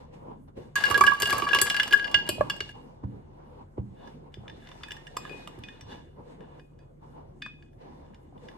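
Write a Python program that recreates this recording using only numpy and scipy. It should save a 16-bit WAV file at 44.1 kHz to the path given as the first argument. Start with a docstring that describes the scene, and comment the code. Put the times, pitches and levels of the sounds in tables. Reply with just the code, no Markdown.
"""Ice cubes and a glass straw knock against a half-full glass jar: each blow rings a set of decaying modes.
Place: a quiet kitchen; a drink is stirred, a wooden lid pressed on, the jar lifted, the ice settles softly.
Dull knocks are short falling notes; slosh, sleeves and hands are shaped noise; air pockets ring briefly.
Behind them lie a band-shaped room tone and low drone lines; dying noise gives the kitchen's echoes.
Distance: near. Microphone: a close pair, whose phase and level gaps depend on pitch."""
import sys
import numpy as np
from scipy import signal
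from scipy.fft import rfft, irfft, next_fast_len
from scipy.io import wavfile

SR = 44100
rng = np.random.default_rng(int(sys.argv[2]) if len(sys.argv) > 2 else 0)


def magnitude_from_level(level_db):
    """Linear magnitude for a level in decibels (20 dB per decade)."""
    exponent = np.asarray(level_db, float) / 20
    return 10 ** exponent


def persist_wave(psi):
    """Save psi, clipped to +-1, as 16-bit WAV."""
    counts = np.round(np.clip(psi, -1, 1) * 32767).astype(np.int16)
    wavfile.write(sys.argv[1], SR, np.atleast_2d(counts).T)


N = 377937   # length in samples

# Room tone. Each row: frequency in Hz, relative density in dB per Hz.
ROOM_SPECTRUM = [(26, -30.5), (45, -11), (96, 3.5), (154, -4.5), (192, -2.5), (539, -14), (640, -15.5),
                 (838, -20.5), (1300, -30), (1630, -37), (4040, -50), (8870, -47.5), (16000, -64)]
ROOM_DB = -53.5   # rms of the room tone, dB
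# Appliance drone. Each row: frequency in Hz, nominal rms level in dB.
DRONE_LINES = [(37.5, -59.5), (76, -66.5), (147, -59.5)]
# Likeness of the background at the two microphones. Each row: frequency in Hz, left-right correlation.
BACKGROUND_LIKENESS = [(60, 0.84), (120, 0.83), (300, 0.39), (600, -0.7), (1000, -0.31), (1700, -0.27),
                       (5000, -0.53), (8000, 0.95), (12000, .6)]

# Sleeves and hands brush past. Each row: peak in seconds, rise in seconds, fall in seconds,
# body level in dB, hiss level in dB.
HAND_BRUSHES = [(.005, 0.012, 0.13, -51, -65), (0.141, 0.027, 0.12, -51, -63),
                (.314, 0.37, 0.11, -47.5, -75), (.484, 0.011, .03, -51, -71),
                (0.573, 0.018, .16, -44.5, -58), (2.754, 0.03, 0.45, -50.5, -66.5),
                (3.04, 0.014, .025, -42, -67.5), (3.16, .3, 0.24, -54.5, -75.5), (3.4, .12, .4, -52, -81.5),
                (3.62, 0.64, 0.059, -53, -70.5), (3.78, .012, 0.041, -44.5, -89.5),
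                (4.074, .25, 0.22, -49, -62.5), (4.272, 0.23, .1, -52, -79),
                (5.922, 0.092, 0.16, -45, -54.5), (6.194, .045, 0.078, -47.5, -88),
                (6.324, .2, 0.09, -51, -63), (6.414, .07, 0.29, -53.5, -72), (6.59, 0.45, .055, -53, -71.5),
                (6.83, 0.26, 0.1, -59.5, -84), (7.03, .035, .5, -54.5, -74), (7.178, .1, 0.21, -51, -82),
                (7.816, .045, 0.75, -51, -67), (8.106, .012, 0.024, -54.5, -103.5),
                (8.368, .055, 0.025, -49.5, -97), (8.44, 0.088, 0.46, -49.5, -62.5)]
BRUSH_SWING_DB = 20   # change in dB within one rise or fall time
# Body of the rustle. Each row: frequency in Hz, relative density in dB per Hz.
BODY_SPECTRUM = [(88, -27.5), (150, -2), (173, 2.5), (466, 0.5), (759, -7), (832, -11.5), (1010, -1.5),
                 (1190, -16.5), (3500, -33.5), (4550, -53.5), (7700, -120)]
# Hiss of the rustle. Each row: frequency in Hz, relative density in dB per Hz.
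HISS_SPECTRUM = [(880, -37), (1500, 3), (2000, -4.5), (2410, 0), (2660, -8), (3000, -5), (9950, -25.5),
                 (13000, -40), (16000, -66)]
# Glass modes set humming by fingers. Each row: frequency in Hz, gain on the hiss in dB, t60 in seconds.
RUBBED_MODES = [(1689.5, -25, 0.022), (2910, -29.5, .04), (3489, -28.5, 0.022)]

# The drink sloshes while stirred, then while the jar is lifted: one list of rows for each.
# Each row: time in seconds, body level in dB, hiss level in dB.
SLOSH_LEVELS = [
    [(.756, -61, -34), (.94, -41, -55), (1.1, -48.5, -59), (1.27, -47.5, -56), (1.43, -43.5, -68),
     (1.83, -49, -77), (2.47, -46, -58.5), (2.72, -58.5, -57.5)],
    [(4.32, -68.5, -71), (4.46, -54.5, -73), (4.65, -56.5, -61), (4.95, -56.5, -60.5), (5.08, -56.5, -65.5),
     (5.33, -50, -54), (5.48, -52.5, -60.5), (5.84, -61.5, -67)],
]
# Air pockets in the slosh: average number per second, cycles rung to -60 dB, rms in dB against the body.
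GURGLES_PER_S, GURGLE_CYCLES, GURGLE_DB = 150, 20, -6

# Dull knocks through drink, lid and table. Each row: start in seconds, nominal note level in dB,
# drive of the table boom in dB, pitch in Hz, t60 in seconds.
DULL_KNOCKS = [(0.284, -27, -59, 250, 0.013), (0.566, -35, -43, 255, 0.015), (0.905, -23, -32, 384, 0.037),
               (0.978, -22, -40, 398, 0.033), (1.008, -18, -37.5, 382, 0.06),
               (1.038, -28.5, -36.5, 399.5, 0.088), (1.228, -25, -38, 416, 0.062),
               (1.3, -36.5, -42, 370, 0.16), (1.325, -32.5, -37.5, 425, 0.1),
               (1.423, -27.5, -44, 399, 0.075), (1.55, -28.5, -41.5, 380, 0.058),
               (1.618, -26.5, -38.5, 385, 0.09), (1.926, -37, -47, 411, 0.25),
               (2.143, -23, -37, 627, 0.014), (2.291, -19, -38.5, 355, 0.034),
               (2.293, -22, -51.5, 600.3, 0.04), (2.382, -27, -29, 613, 0.045),
               (2.409, -7.5, -43.5, 592, 0.045), (2.607, -32, -42, 403, 0.053),
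               (3.036, -29, -25.5, 284, 0.063), (3.781, -20.5, -25, 355, 0.023),
               (4.372, -35.5, -37, 372, 0.029), (5.579, -36, -39, 343, 0.045),
               (8.325, -45.5, -60.5, 740, 0.034)]
# Table top modes. Each row: frequency in Hz, relative level in dB, t60 in seconds.
TABLE_MODES = [(90, 1, 0.083), (120, -3, 0.2), (194, -3, 0.14)]

# Modes of the open jar, in five families: bright, low, wall, upper, treble.
# Each row: nominal frequency in Hz, relative level in dB, nominal t60 in seconds.
OPEN_MODES = [
    [(4080, -2, .03), (4500, 0, .04), (4690, 0, .05), (5250, 0, .03), (5800, -3, .02)],
    [(965, -6, .05), (1060, -6, .07), (1143, 3, .12), (1235, -8, .07), (2325, -6, .05)],
    [(1649, -1, .135), (1688, -7, .08)],
    [(2060, -8, .04), (2400, -10, .04), (2778, -4, .06), (2850, -1, .1), (3013, -5, .05), (3420, -9, .08)],
    [(6520, -3, .04), (7600, -4, .05), (7850, -4, .035), (8600, -9, .02), (9650, -6, .035),
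     (10300, -8, .02), (11800, -9, .035), (12400, -7, .03), (13400, -11, .03)],
]
# Modes of the capped jar in the hand, in the same five families.
# Each row: nominal frequency in Hz, relative level in dB, nominal t60 in seconds.
CAPPED_MODES = [
    [(4500, -10, 0.028), (5000, 0.5, 0.03), (5210, -13, 0.065), (5730, 1, 0.035)],
    [(1025, -2, 0.037), (1207, -3.5, 0.035)],
    [(1675, 4, 0.041), (1817, -11, 0.12)],
    [(1994, -8, 0.055), (2380, -5.5, 0.021), (2904, 5, 0.017), (3538, -2.5, 0.046)],
    [(7510, 0.5, .04), (8070, -4, .03), (8800, -7, 0.018), (11300, -18.5, 0.028), (11700, -21, 0.018)],
]
# Ice and straw strike the glass. Each row: start in seconds, then nominal levels in dB of the low rings,
# wall rings, upper rings and treble rings.
GLASS_BLOWS = [(.7556, -35, -19.5, -36, -34.5), (.838, -45, -18.5, -27.5, -43), (.854, -53, -27, -32, -45),
               (.8655, -46, -24, -29, -62), (.9, -47, -27.5, -37, -39.5), (.9107, -22.5, -33, -32, -35.5),
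               (.9432, -57, -11, -22.5, -60), (.9764, -23, -28, -31, -31), (1.009, -12.5, -24, -36, -32),
               (1.0375, -17.5, -12, -32, -37), (1.0646, -49, -31, -24.5, -42), (1.076, -31, -10, -57, -62),
               (1.1173, -25.5, -44, -59, -60), (1.1348, -51, -28.5, -46, -49),
               (1.2003, -40.5, -29, -41, -32.5), (1.2206, -55, -22, -27, -31),
               (1.228, -36, -27, -27.5, -38), (1.2554, -43, -26, -26, -41), (1.272, -61, -23, -43, -38),
               (1.2968, -39, -43, -28.5, -43), (1.3043, -59, -16.5, -29, -34.5),
               (1.3265, -22, -28, -35, -38.5), (1.3812, -30.5, -27, -59, -36), (1.4205, -27, -40, -32, -63),
               (1.4658, -28, -26, -60, -67), (1.488, -40.5, -22.5, -29, -58), (1.5072, -38, -19, -39, -63),
               (1.5316, -31, -15.5, -28, -61), (1.5466, -20, -14.5, -17.5, -32),
               (1.587, -40, -19, -23, -42), (1.6145, -30, -17, -21.5, -15), (1.6662, -47, -19, -26.5, -43),
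               (1.699, -54, -22, -21, -36.5), (1.744, -60, -18, -29, -50), (1.7647, -47, -24, -23, -42),
               (1.7972, -60, -13, -20.5, -70), (1.8024, -55, -15.5, -34, -48),
               (1.8313, -52, -40.5, -27, -42), (1.8767, -57, -36, -36, -47), (1.9085, -65, -23.5, -35, -45),
               (1.9251, -45.5, -37, -19.5, -72), (1.9321, -32.5, -4, -35, -35),
               (1.9765, -57, -44, -46, -51.5), (1.9949, -68, -26, -33.5, -81),
               (2.043, -60, -26.5, -32.5, -64), (2.0768, -55, -36, -38, -81), (2.1134, -59, -63, -46, -54),
               (2.143, -42, -19, -18, -53), (2.265, -56, -31, -44, -58), (2.2744, -64.5, -19.5, -36, -65),
               (2.2896, -31, -19.5, -25.5, -25), (2.4084, -21.5, -18.5, -58, -56),
               (2.4983, -29.5, -20, -25, -43), (2.5635, -64, -34.5, -52, -57),
               (2.6045, -43.5, -24.5, -26, -58), (2.691, -66, -33, -47.5, -67.5),
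               (4.074, -67, -53.5, -56.5, -73), (4.3414, -66.5, -58, -49.5, -71),
               (4.4795, -57.5, -48, -44, -86.5), (4.4972, -74, -47.5, -49.5, -79),
               (4.6714, -57, -53.5, -48, -81.5), (4.6884, -47.5, -54, -50, -69),
               (4.7151, -48.5, -58, -53.5, -72.5), (4.834, -46, -43.5, -35, -73),
               (4.8842, -63.5, -44, -55, -58), (4.9073, -49, -44, -44, -63), (4.918, -67, -42, -41.5, -52),
               (4.9658, -69, -41, -49.5, -62), (5.0685, -81, -43, -47.5, -63),
               (5.1679, -25.5, -50.5, -39, -40), (5.2507, -40, -45, -54, -70),
               (5.2724, -43.5, -52, -58, -81), (5.2946, -48.5, -41, -55.5, -64),
               (5.474, -33, -60, -44.5, -53), (5.588, -48, -54, -60, -59), (5.6361, -64, -54, -42.5, -72.5),
               (5.6855, -69.5, -42.5, -48, -77.5), (5.8097, -64.5, -63.5, -54.5, -63.5),
               (6.406, -61, -55.5, -62, -80.5), (6.595, -58.5, -55.5, -55.5, -91.5),
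               (6.789, -75.5, -63, -66.5, -78.5), (7.421, -56, -39.5, -35, -81.5),
               (7.4616, -43.5, -43.5, -48, -71), (7.6238, -81, -60, -61, -82.5),
               (7.731, -79.5, -63, -71, -88), (8.1445, -69.5, -59, -52.5, -80.5),
               (8.378, -82.5, -78, -66.5, -89.5), (8.4853, -75, -55, -50.5, -79),
               (8.5145, -62.5, -63, -63, -83)]
BRIGHT_SHARE, BRIGHT_DB = .7, -6   # bright rings: share of the upper level (rest treble), offset in dB
# Both hands hold the glass from this second; its lower modes then die this many times faster.
GRIP_S, GRIP_DAMPING = 2.2, 3.6
CAPPED_S = 3   # the lid is on from this second
WAVER_DB, WAVER_PER_S = 3, 35   # the moving drink makes rings waver: spread in dB, rate in Hz
# Small rattle of the cubes between blows. Each row: time in seconds, base level in dB.
RATTLE_LEVELS = [(.76, -58), (.9, -55), (1.07, -54.5), (1.17, -68.5), (1.3, -51.5), (1.42, -56.5),
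                 (1.6, -56), (1.8, -61.5), (2.0, -67), (2.2, -72.5)]
RATTLE_PER_S = 260   # average bumps per second
# Faint ticks of floating ice with the jar in the hand: first second, average per second, base level in dB.
TICKS_FROM_S, TICKS_PER_S, TICKS_DB = 4.3, 22, -84
# Long rings of the glass straw. Each row: nominal frequency in Hz, relative level in dB, nominal t60 in seconds.
STRAW_MODES = [(2502, -0.5, 0.33), (3380, -16.5, 0.34), (4690, -7, 0.11)]
# Blows that reach the straw. Each row: start in seconds, nominal level in dB.
STRAW_BLOWS = [(2.29, -38.5), (4.832, -43), (5.1659, -48.5), (5.2946, -47), (5.6365, -50.5), (6.595, -67),
               (6.789, -67), (7.419, -40.5), (7.6246, -65)]

# Echoes by band. Each row: low edge in Hz, high edge in Hz, t60 in seconds, relative level in dB,
# left-right correlation.
KITCHEN_ECHOES = [(152, 250, 0.64, -29.5, 0.87), (940, 1600, 0.12, -31.5, 0.76),
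                  (2150, 8300, 0.41, -37.5, 0.36), (5350, 21000, 0.18, -34.5, 0.66)]
# Phase gap of the microphones for the jar. Each row: frequency in Hz, lead of the left in radians.
LEFT_LEAD = [(100, -.2), (200, -.9), (380, .7), (600, -1.2), (1140, .8), (1650, -.45), (2400, -.5),
             (2900, 1.2), (3420, -.3), (5250, .8), (6500, 2.2), (7100, -1.2), (7700, -1.9), (9700, -.5),
             (12200, .95)]
# Level gap of the microphones for the jar. Each row: frequency in Hz, left minus right in dB.
LEFT_TILT = [(100, -2), (600, -3), (1140, -5), (1650, 1), (2900, -1.5), (5250, 1), (6500, -1.5), (7700, 5),
             (9700, 1), (12200, -2.5)]
CEILING = .9   # the loudest peaks round off towards this height


def rms_one(x):
    """Scales a sound to rms 1."""
    return x / np.sqrt(np.mean(x ** 2) + 1e-20)


def in_time(rows):
    """Draws every column after the first as a line over time."""
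    s, *columns = np.transpose(rows)
    return [np.interp(np.arange(N) / SR, s, column) for column in columns]


def at_hz(points, hz):
    """Reads a curve between its points along log frequency."""
    points = np.array(points)
    return np.interp(np.log(hz), np.log(points[:, 0]), points[:, 1])


def drift(rate):
    """Slow chance of spread 1: noise at every 40th sample through a double one-pole low-pass."""
    pole = np.exp(-80 * np.pi * rate / SR)
    white = rng.standard_normal(N // 40 + 2002)
    slow = signal.lfilter([1], [1, -2 * pole, pole * pole], white)[2000:]   # settled part only
    return np.interp(np.arange(N) / 40, np.arange(len(slow)), rms_one(slow))


def band_pass(order, low_hz, high_hz, x):
    """Butterworth band-pass between two frequencies."""
    return signal.sosfilt(signal.butter(order, [low_hz, high_hz], "band", fs=SR, output="sos"), x)


def pulses(times, sizes):
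    """Single-sample clicks on a tiny offset that keeps the filters from stalling on near-zero numbers."""
    out = np.full(N, 1e-18)
    np.add.at(out, np.round(np.asarray(times) * SR).astype(int), sizes)
    return out


def chance_sizes():
    """Uneven strengths: most are small, the largest stand 12 dB above the base."""
    return magnitude_from_level(4 * np.minimum(rng.exponential(1, N), 3))


def ring(clicks, hz, t60):
    """Two-pole resonator: a unit click sets a decaying sine of starting height 1 ringing."""
    radius, turn = magnitude_from_level(-60 / (t60 * SR)), 2 * np.pi * hz / SR
    return signal.lfilter([0, np.sin(turn)], [1, -2 * radius * np.cos(turn), radius * radius], clicks)


def banded_noise(spectrum, patchy_db):
    """Half-octave bands of stereo noise, each with its own level, flicker and likeness; rms 1."""
    out, edges = 0, 24 * 2 ** np.arange(0, 9.6, .5)
    white = rng.standard_normal((2, 2, N))
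    for k, (low_hz, high_hz) in enumerate(zip(edges, edges[1:])):
        hz = np.sqrt(low_hz * high_hz)
        if not spectrum[0][0] < hz < spectrum[-1][0]:
            continue
        mid, side = band_pass(2, low_hz, high_hz, white[k % 2])   # neighbours use different noise
        alike = at_hz(BACKGROUND_LIKENESS, hz)
        gain = magnitude_from_level(at_hz(spectrum, hz) + patchy_db * drift(6.1))
        out = out + gain * (np.sqrt(1 + alike) * mid + np.sqrt(1 - alike) * side * [[1], [-1]])
    return rms_one(out)


def room_tone():
    """The kitchen at rest: steady low-weighted noise whose bands flicker in level."""
    return magnitude_from_level(ROOM_DB) * banded_noise(ROOM_SPECTRUM, patchy_db=3.5)


def hum():
    """Low drone lines, each a sine that wavers a little in strength and phase."""
    t, out = np.arange(N) / SR, 0
    for hz, db in DRONE_LINES:
        strength = np.sqrt(2) * magnitude_from_level(db + 1.1 * drift(1.2))
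        out = out + strength * np.sin(2 * np.pi * hz * t + .6 * drift(2))
    return out


def slosh():
    """Strength of body and hiss of the moving drink, following its two stretches of motion."""
    t, out = np.arange(N) / SR, 0
    for rows in SLOSH_LEVELS:
        moving = (t > rows[0][0]) & (t < rows[-1][0])
        out = out + magnitude_from_level(in_time(rows)) * moving
    return out


def movement(drink):
    """Strength of body and hiss: slosh and brushes add up in power."""
    t, power = np.arange(N) / SR, drink ** 2
    for s, rise, fall, body_db, hiss_db in HAND_BRUSHES:
        near = slice(max(0, round((s - 2 * rise) * SR)), round((s + 2 * fall) * SR))
        away = np.maximum((s - t[near]) / rise, (t[near] - s) / fall)
        power[:, near] += magnitude_from_level(np.array([[body_db], [hiss_db]]) - BRUSH_SWING_DB * away) ** 2
    return np.sqrt(power)


def rustle(body, hiss):
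    """Sleeves, hands and slosh: stereo noise under two strengths, its body coloured by hollow notes."""
    out = body * banded_noise(BODY_SPECTRUM, patchy_db=3.0)
    out += magnitude_from_level(5.0) * band_pass(1, 800, 1000, out)   # a hollow note
    out += magnitude_from_level(-3) * band_pass(1, 450, 530, out)   # and a lower one
    return out + hiss * banded_noise(HISS_SPECTRUM, patchy_db=2.4)


def rubbed_glass(hiss):
    """Fingers rub the glass unevenly; their noise sets a few of its modes humming."""
    fingers = hiss * magnitude_from_level(5 * drift(4)) * rng.standard_normal(N)
    return sum(magnitude_from_level(db) * ring(fingers, hz, t60) for hz, db, t60 in RUBBED_MODES)


def gurgles(drink):
    """Air pockets ring a few cycles at scattered pitches, left or right of centre, as strong as the slosh lets them."""
    born = (rng.random(N) < GURGLES_PER_S / SR) * chance_sizes()
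    dealt, sides = rng.integers(0, 14, N), rng.standard_normal((2, N))
    rings = 0
    for k, hz in enumerate(np.geomspace(320, 1450, 14)):
        rings = rings + ring(born * (dealt == k) * sides + 1e-18, hz, GURGLE_CYCLES / hz)
    soft = signal.sosfilt(signal.butter(2, 1800, fs=SR, output="sos"), rings)
    mid, side = magnitude_from_level(GURGLE_DB) * drink[0] * rms_one(soft)
    return mid + magnitude_from_level(-2.5) * side * [[1], [-1]]


def knocks():
    """A short woody note per knock; the heavy table top answers a moment later with a soft boom."""
    out, t = np.zeros(N), np.arange(SR // 5) / SR
    swell = 1 - np.exp(-t / 0.00051)
    for s, peak_db, _, hz, t60 in DULL_KNOCKS:
        at = round(s * SR)
        out[at:at + len(t)] += magnitude_from_level(peak_db - 60 * t / t60) * swell * np.sin(2 * np.pi * hz * t)
    rows = np.array(DULL_KNOCKS)
    push = band_pass(2, 60, 160, pulses(rows[:, 0] + 0.0065, magnitude_from_level(rows[:, 2])))
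    return out + sum(magnitude_from_level(db) * ring(push, hz, t60) for hz, db, t60 in TABLE_MODES)


def floating_ice():
    """Stray ticks against the capped jar; each wall and upper mode is struck with a strength of its own."""
    born = (rng.random(N) < TICKS_PER_S / SR) & (np.arange(N) > TICKS_FROM_S * SR)
    sizes, out = born * magnitude_from_level(TICKS_DB) * chance_sizes(), 0
    for family in CAPPED_MODES[2:4]:
        for hz, db, t60 in family:
            out = out + magnitude_from_level(db) * ring(sizes * rng.standard_normal(N) + 1e-18, hz, t60)
    return out


def cube_rattle():
    """Tiny uneven bumps of the cubes at random moments while the straw goes round."""
    t = np.arange(N) / SR
    stirring = (t > RATTLE_LEVELS[0][0]) & (t < RATTLE_LEVELS[-1][0])
    born = (rng.random(N) < RATTLE_PER_S / SR) & stirring
    bumps = born * chance_sizes() * rng.choice([-1, 1], N) * magnitude_from_level(in_time(RATTLE_LEVELS)[0])
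    return signal.lfilter([.5], [1, -.7], bumps)   # wet ice meets glass softly


def rattled_jar(rattle):
    """The bumps of the cubes set every mode of the open jar ringing."""
    return sum(magnitude_from_level(db) * ring(rattle, hz, t60) for family in OPEN_MODES for hz, db, t60 in family)


def with_bright(blows):
    """Adds the strength of the bright rings to each blow, mixed from its upper and treble rings."""
    rows = np.array(blows)
    bright_db = BRIGHT_SHARE * rows[:, 3] + (1 - BRIGHT_SHARE) * rows[:, 4] + BRIGHT_DB
    return np.insert(rows, 1, bright_db, axis=1)


def cracks(blows, rattle, levels_db, t60):
    """The contact itself: short noise bursts in four bands, each following the strength of its rings."""
    bands = [(2, 400, 1500), (4, 1200, 3800), (1, 3800, 7000), (5, 7000, 14000)]   # blow column, Hz, Hz
    out = 0
    for level_db, (column, low_hz, high_hz) in zip(levels_db, bands):
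        hits = pulses(blows[:, 0], magnitude_from_level(blows[:, column]))
        touch = magnitude_from_level(level_db) * (hits + np.abs(rattle) * (1200 / low_hz))
        fade = signal.lfilter([1], [1, -magnitude_from_level(-60 / (t60 * SR))], touch)
        fade = signal.lfilter([.03], [1, -.97], fade)   # wet contact builds up over a millisecond
        out = out + band_pass(2, low_hz, high_hz, fade * rng.standard_normal(N))
    return out


def struck_glass(blows, families, spread_db, side_db, grip_s=np.inf):
    """Each blow lands on a new spot: strength, pitch, decay and direction of every mode vary."""
    mid, side, t = np.zeros(N + SR), np.zeros(N + SR), np.arange(SR // 4) / SR
    modes = np.array([mode for family in families for mode in family])
    nominal_hz, mode_db, nominal_t60 = modes[:, :1], modes[:, 1:2], modes[:, 2:]
    column = [1 + k for k, family in enumerate(families) for mode in family]
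    signs = (-1) ** np.arange(len(modes))[:, None]   # neighbouring modes start in opposite directions
    for blow in np.array(blows):
        luck = rng.standard_normal((4, len(modes), 1))
        hz = nominal_hz * (1 + 1.5e-6 * nominal_hz * luck[0])
        gripped = (blow[0] > grip_s) & (hz < 2600)
        t60 = nominal_t60 * np.exp(.2 * luck[1]) / np.where(gripped, GRIP_DAMPING, 1)
        chance_db = spread_db * np.clip(hz / 1650, 1, 1.7) * luck[2]   # higher modes vary more
        level_db = blow[column][:, None] + mode_db + chance_db
        swell = 1 - np.exp(-.8 * hz * t)   # the contact lasts about a cycle
        rings = magnitude_from_level(level_db - 60 * t / t60) * swell * np.sin(2 * np.pi * hz * t)
        at = round(blow[0] * SR)
        mid[at:at + len(t)] += (rings * signs).sum(axis=0)
        side[at:at + len(t)] += (rings * magnitude_from_level(side_db) * luck[3]).sum(axis=0)
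    return np.array([mid[:N], side[:N]])


def straw():
    """Blows that reach the glass straw start its few long modes."""
    return struck_glass(STRAW_BLOWS, [STRAW_MODES], spread_db=3.0, side_db=-10)


def jar(blows):
    """The glass rings with its open modes until the lid is on, then with its capped ones."""
    capped = blows[:, 0] > CAPPED_S
    stirred = struck_glass(blows[~capped], OPEN_MODES, spread_db=2.2, side_db=-6, grip_s=GRIP_S)
    settled = struck_glass(blows[capped], CAPPED_MODES, spread_db=2.2, side_db=-6)
    return stirred + settled


def kitchen(x):
    """Dense echoes: dying noise per band, starting with the first wall; a shared and a left-right part."""
    t, shared, apart = np.arange(SR // 2) / SR, 0, 0
    for low_hz, high_hz, t60, level_db, alike in KITCHEN_ECHOES:
        noise = band_pass(2, low_hz, high_hz, rng.standard_normal((2, len(t))))
        tails = noise * magnitude_from_level(level_db - 60 * t / t60) * (t > .006)
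        shared = shared + np.sqrt(alike) * tails[0]
        apart = apart + np.sqrt(1 - alike) * tails[1]
    return signal.fftconvolve(x, shared)[:N], signal.fftconvolve(x, apart)[:N]


def microphone_pair(x):
    """Both capsules hear the jar, with a phase and level gap that depends on pitch."""
    size = next_fast_len(N)
    hz = np.maximum(np.fft.rfftfreq(size, 1 / SR), 1)
    half = magnitude_from_level(at_hz(LEFT_TILT, hz) / 2) * np.exp(.5j * at_hz(LEFT_LEAD, hz))
    return np.array([irfft(rfft(x, size) * gap, size)[:N] for gap in (half, 1 / half)])


def scene():
    """Sets the struck jar and its echoes before the microphones, over rustle, drink and room."""
    background = room_tone() + hum()
    drink = slosh()
    body, hiss = movement(drink)
    handling = rustle(body, hiss) + gurgles(drink)
    rattle, blows = cube_rattle(), with_bright(GLASS_BLOWS)
    waver = magnitude_from_level(WAVER_DB * drift(WAVER_PER_S))
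    glass_mid, glass_side = jar(blows) + straw()
    close = waver * (glass_mid + rattled_jar(rattle))
    close += floating_ice() + knocks() + rubbed_glass(hiss)
    close += cracks(blows, rattle, levels_db=[4, 6, 8.3, 4], t60=0.027)
    shared, apart = kitchen(close)
    side = apart + waver * glass_side
    return microphone_pair(close + shared) + side * [[1], [-1]] + handling + background


def band_limit(x):
    """A steep low-pass at the top of the band."""
    return signal.sosfilt(signal.butter(12, 16310, fs=SR, output="sos"), x)


def record(dry):
    """Peaks round off, the deepest bass is cut and the top rolls off."""
    rounded = CEILING * np.tanh(dry / CEILING)
    mix = band_pass(4, 30, 14500, rounded)
    return band_limit(mix)


dry = scene()
out = record(dry)
persist_wave(out)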